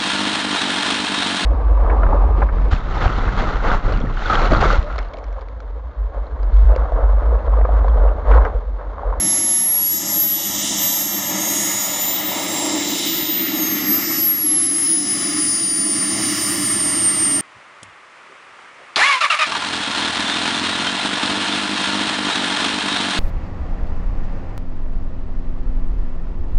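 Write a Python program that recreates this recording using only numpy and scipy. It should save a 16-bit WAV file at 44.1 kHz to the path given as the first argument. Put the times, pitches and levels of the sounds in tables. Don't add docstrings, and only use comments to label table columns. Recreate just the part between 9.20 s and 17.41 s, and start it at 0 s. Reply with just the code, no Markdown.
import sys
import numpy as np
from scipy import signal
from scipy.fft import rfft, irfft
from scipy.io import wavfile

SR = 44100
rng = np.random.default_rng(int(sys.argv[2]) if len(sys.argv) > 2 else 0)


def write(x):
    x = np.atleast_2d(x).T
    wavfile.write(sys.argv[1], SR, np.round(np.clip(x, -1, 1) * 32767).astype(np.int16))


N = 362061
TIME = np.arange(N) / SR
FREQS = np.maximum(np.arange(N // 2 + 1) * SR / N, 1)

# t/s, f/Hz
BLADE_PASSING = [(0.0, 11173), (0.29, 11169), (1.04, 11691), (1.68, 12375), (2.26, 13143), (2.68, 13776),
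                 (3.03, 14505), (3.26, 14805), (3.97, 14116), (4.54, 12811), (5.34, 11075), (5.95, 10074),
                 (6.55, 9496), (7.29, 9075), (8.21, 8836)]
# t/s, level/dB
NOZZLE_LEVEL = [(0.0, -37), (0.75, -43), (0.9, -37), (1.11, -42), (1.47, -35.5), (1.98, -35.5),
                (2.13, -32.5), (2.97, -33.5), (3.15, -30.5), (4.11, -35.5), (4.37, -30.5), (5.0, -32.5),
                (5.06, -37), (5.84, -38), (6.05, -33.6), (6.65, -37), (6.92, -31.5), (8.21, -32)]
# t/s, heading (-1 nose to the left, 0 nose on, 1 side on to the right)
ASPECT = [(1.8, -1.2), (3.2, -0.23), (4.3, 0.19), (5.4, 0.43), (7.2, 0.59)]


def from_db(db):
    return 10 ** (np.asarray(db) / 20)


def rms_one(x):
    return x / np.sqrt(np.mean(x ** 2) + 1e-20)


def in_time(rows, axis=1):
    rows = np.array(rows)
    return np.interp(TIME, rows[:, 0], rows[:, axis])


def glide(rows):
    times, values = np.transpose(rows)

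    def basis(t):
        powers = [t ** k for k in range(4)]
        return np.array(powers + [np.maximum(t - knot, 0) ** 3 for knot in times[2:-2]]).T
    return basis(TIME) @ np.linalg.solve(basis(times), values)


def gain_by_hz(points):
    hz, db = np.transpose(points)
    return from_db(np.interp(np.log(FREQS), np.log(hz), db))


def below(hz, order=12):
    return 1 / np.sqrt(1 + (FREQS / hz) ** (2 * order))


def above(hz, order=12):
    return 1 / np.sqrt(1 + (hz / FREQS) ** (2 * order))


def noise(colour):
    return rms_one(irfft(rfft(rng.standard_normal(N)) * colour, N))


def drift(hz):
    return noise(below(hz, order=2))


def speed_octaves(mid_range_hz=11000):
    return np.log2(in_time(BLADE_PASSING) / mid_range_hz)


def wind(corner_hz=75, gust_db=0.5):
    wind_level = [(0, -40), (.6, -50), (1.4, -43), (2.6, -55), (6, -64), (7.2, -52.5), (8.2, -45)]
    colour = above(66, order=2) * below(corner_hz, order=1) * below(6 * corner_hz, order=2)
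    return np.array([noise(colour) * from_db(in_time(wind_level) + gust_db * drift(6)) for _ in range(2)])


def microphone(x):
    ports = [(150, -1.8, 0.16), (400, -0.5, 0.37), (550, -0.5, 0.028), (770, -1, 0.48), (895, 7, -0.28),
             (1100, 0.5, -0.26), (1400, 0, 0.092)]
    hz, balance_db, lead = np.transpose(ports)
    half = np.array([[.5], [-.5]])
    shading = from_db(half * np.interp(FREQS, hz, balance_db))
    delay = np.exp(1j * half * np.interp(FREQS, hz, lead))
    return irfft(rfft(x) * shading * delay, N)


def ground_reflection(x, width_hz, block=256):
    notch = [(0, 1080, 0.85), (3.6, 1050, 0.7), (4.05, 1120, 1), (4.5, 990, 1), (5.5, 944, 0.96),
             (8.2, 900, 0.5)]
    hz, depth = in_time(notch), in_time(notch, axis=2)
    radius = np.exp(-np.pi * width_hz / SR)
    zeros = np.array([1, 0, -1]) * (1 - radius ** 2) / 2
    cancelled, state = np.zeros_like(x), np.zeros((2, 2))
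    for i in range(0, N, block):
        poles = [1, -2 * radius * np.cos(2 * np.pi * hz[i] / SR), radius ** 2]
        cancelled[:, i:i + block], state = signal.lfilter(zeros, poles, x[:, i:i + block], zi=state)
    return x - depth * cancelled


def flow_noise(level_db, low_hz, high_hz, gust_db):
    spectrum = [(40, -97), (105, -61), (150, -65.5), (450, -72.5), (1000, -62), (2000, -59.5),
                (4000, -56.5), (7000, -60), (8500, -70), (11000, -71.5), (13000, -84.5), (15500, -110)]
    stereo_width = [(100, -19), (300, -23), (500, -25), (8000, -22), (15000, -36)]
    # f/Hz, half width/Hz, level/dB nose left, nose on, side on
    duct_modes = [(201, 23.3, 15.5, 4.5, 14), (309.7, 65.3, 17, 21.5, 18.5), (458, 69, -3, 3.5, -21),
                  (598, 61, 8, 7.5, 2), (1542, 112, -18.5, -11.5, -13.5), (2116, 95, 0, 6, -7),
                  (2492, 247, -12.5, -6, -16), (3550, 460, -2, -3.5, -9), (3910, 410, 2, 6.5, -25),
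                  (4344, 313, -20, -13, -8), (5080, 490, -8.5, -1.5, 8), (5995, 210, -8.5, -5, 1.5)]
    band = gain_by_hz(spectrum) * above(low_hz) * below(high_hz)
    mid, side = rfft(rng.standard_normal((2, N))) * band
    eddies = mid + side * gain_by_hz(stereo_width) * [[1], [-1]]
    grid_hz = np.geomspace(20, SR / 2, 2000)
    heading = np.clip(in_time(ASPECT), -1, 1)
    bells = [np.exp(-((grid_hz - hz) / width) ** 2) for hz, width, *_ in duct_modes]
    flow = 0
    for facing, gains_db in zip((-1, 0, 1), np.transpose(duct_modes)[2:]):
        colour = np.interp(FREQS, grid_hz, from_db(gains_db @ bells))
        crossfade = np.maximum(1 - abs(heading - facing), 0)
        flow = flow + crossfade * rms_one(irfft(colour * eddies, N))
    return flow * from_db(level_db + gust_db * drift(5.1))


def rumble_level(db_per_octave=-22.5, nozzle_share=0.89):
    beam_db = np.interp(in_time(ASPECT), [-1, 0, 1], [-43.5, -40.5, -57])
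    nozzle_db = in_time(NOZZLE_LEVEL)
    return beam_db + db_per_octave * speed_octaves() + nozzle_share * (nozzle_db - nozzle_db.mean())


def plume_level(above_nozzle_db=0.36, hidden_at_s=3.87, hiding_s=0.046, shadow_db=-6.5):
    hidden = .5 + .5 * np.tanh((TIME - hidden_at_s) / hiding_s)
    return in_time(NOZZLE_LEVEL) + above_nozzle_db + shadow_db * hidden


def exhaust():
    tailpipe_level = [(0.0, -29), (0.55, -42.5), (0.96, -33.5), (1.13, -37.5), (1.52, -29), (1.77, -35.5),
                      (2.16, -28.5), (2.85, -35.5), (3.56, -23.5), (4.05, -29), (4.42, -24.5), (5.0, -28),
                      (5.15, -32), (5.6, -31.5), (6.12, -26.5), (6.48, -34), (6.76, -27.5), (8.21, -29.5)]
    rumble = flow_noise(rumble_level(), low_hz=45, high_hz=151, gust_db=0.5)
    drone = flow_noise(in_time(tailpipe_level), low_hz=152, high_hz=445, gust_db=1.02)
    roar = flow_noise(plume_level(), low_hz=425, high_hz=1060, gust_db=1.5)
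    rush = flow_noise(in_time(NOZZLE_LEVEL), low_hz=1038, high_hz=2614, gust_db=1.06)
    return ground_reflection(rumble + drone + roar + rush, width_hz=160)


def intake():
    inlet_level = [(0.0, -40.5), (0.5, -43), (1.15, -37), (1.48, -27.5), (1.9, -35), (3.6, -30),
                   (3.85, -26), (5.25, -41), (6.12, -35.5), (6.62, -39.5), (7.0, -31.5), (8.21, -35)]
    hiss_level = [(0.0, -29.5), (0.15, -25.5), (0.48, -32.5), (0.9, -25), (1.11, -29), (1.56, -22.5),
                  (1.98, -28), (2.4, -25.5), (3.03, -32.5), (3.39, -28.5), (3.9, -27.5), (4.22, -36),
                  (5.0, -26.5), (5.12, -35), (6.23, -28.8), (6.62, -31.5), (7.13, -26.7), (8.21, -33.5)]
    sizzle_level = [(0.0, -39), (1.86, -33), (2.04, -43), (2.33, -28), (3.04, -42), (3.39, -31.5),
                    (3.69, -40.5), (3.81, -34.5), (4.23, -44), (4.48, -36), (4.65, -46), (5.03, -34),
                    (5.18, -43), (6.54, -42), (6.82, -50), (7.31, -32.5), (7.82, -37), (8.21, -36.3)]
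    treble_swells = [(1.52, .07, -42), (7.28, 0.24, -38), (7.4, 2.2, -49.5)]
    inlet = flow_noise(in_time(inlet_level), low_hz=2640, high_hz=4510, gust_db=0.67)
    hiss = flow_noise(in_time(hiss_level), low_hz=4490, high_hz=8560, gust_db=.5)
    sizzle = flow_noise(in_time(sizzle_level), low_hz=8170, high_hz=12400, gust_db=1.57)
    swells = sum(from_db(db) * np.exp(-((TIME - t) / half_s) ** 2) for t, half_s, db in treble_swells)
    sparkle = swells * noise(above(11000) * below(14400))
    return inlet + hiss + sizzle + sparkle


def blade_tone(phase, flutter, flutter_hz, skirt_db, skirt_hz, stereo_spread=0.041):
    carrier = 1 + flutter * (drift(flutter_hz) + 1j * drift(flutter_hz))
    skirt = from_db(skirt_db) * (drift(skirt_hz) + 1j * drift(skirt_hz))
    side = stereo_spread * (drift(flutter_hz) + 1j * drift(flutter_hz))
    return np.sqrt(2) * np.real((carrier + skirt + side * [[1], [-1]]) * np.exp(1j * phase))


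def whine_gain(fade_db=0.25, fade_db_per_db=0.1727, fade_hz=6):
    beam_level = [(0.0, -16), (0.72, -17), (0.84, -28.7), (1.02, -15), (1.53, -41.5), (1.62, -19.5),
                  (2.04, -29), (2.76, -31), (2.82, -24), (3.54, -40), (3.99, -23), (4.64, -24), (4.73, -18),
                  (4.85, -25.5), (5.09, -14), (5.18, -19.5), (5.75, -16.5), (5.87, -24), (6.53, -18.5),
                  (7.22, -24.5), (7.61, -18.5), (8.21, -20.5)]
    balance = [(0.0, -1), (0.96, 1.7), (1.98, -2), (3.12, 3), (4.71, 0.5), (6.1, 4), (6.8, 0), (8.2, -1.5)]
    beam_db = in_time(beam_level)
    fade_depth_db = fade_db + fade_db_per_db * (beam_db.max() - beam_db)
    pan = from_db(in_time(balance) * [[.5], [-.5]])
    return from_db(beam_db + fade_depth_db * drift(fade_hz)) * pan


def compressor(blades=14, wobble_hz=1.84, scatter_db=-40, third_db=-55, hum_db=-53.5):
    subharmonic_level = [(0.0, -35.5), (1.05, -51), (1.41, -35), (2.05, -36.5), (2.25, -24.5),
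                         (2.91, -26.5), (3.0, -45), (3.39, -27.5), (4.28, -43.5), (4.44, -26), (4.7, -43),
                         (5.45, -51), (5.68, -38), (6.28, -34.5), (7.28, -44), (8.21, -57)]
    rate_hz = glide(BLADE_PASSING) + wobble_hz * drift(8.5)
    phase = 2 * np.pi * np.cumsum(rate_hz) / SR
    whine = whine_gain() * blade_tone(phase, flutter=0.086, flutter_hz=8.9, skirt_db=-24, skirt_hz=172)
    scattered = np.array([drift(27) * np.cos(phase) + drift(18) * np.sin(phase) for _ in range(2)])
    scattered *= from_db(scatter_db)
    subharmonic = blade_tone(phase / 2, flutter=0.13, flutter_hz=24, skirt_db=-12, skirt_hz=150)
    subharmonic *= from_db(in_time(subharmonic_level))
    third = from_db(third_db + 2 * drift(8)) * np.sqrt(2) * np.sin(1.5 * phase)
    hum_gain = from_db(hum_db - 21 * speed_octaves() + 2 * drift(4.3))
    hum = hum_gain * np.sqrt(2) * np.sin(phase / blades)
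    return whine + scattered + subharmonic + third + hum


def scene():
    return microphone(compressor() + intake() + exhaust()) + wind()


def record(dry):
    return irfft(rfft(dry) * below(hz=15700, order=150), N)


dry = scene()
out = record(dry)
write(out)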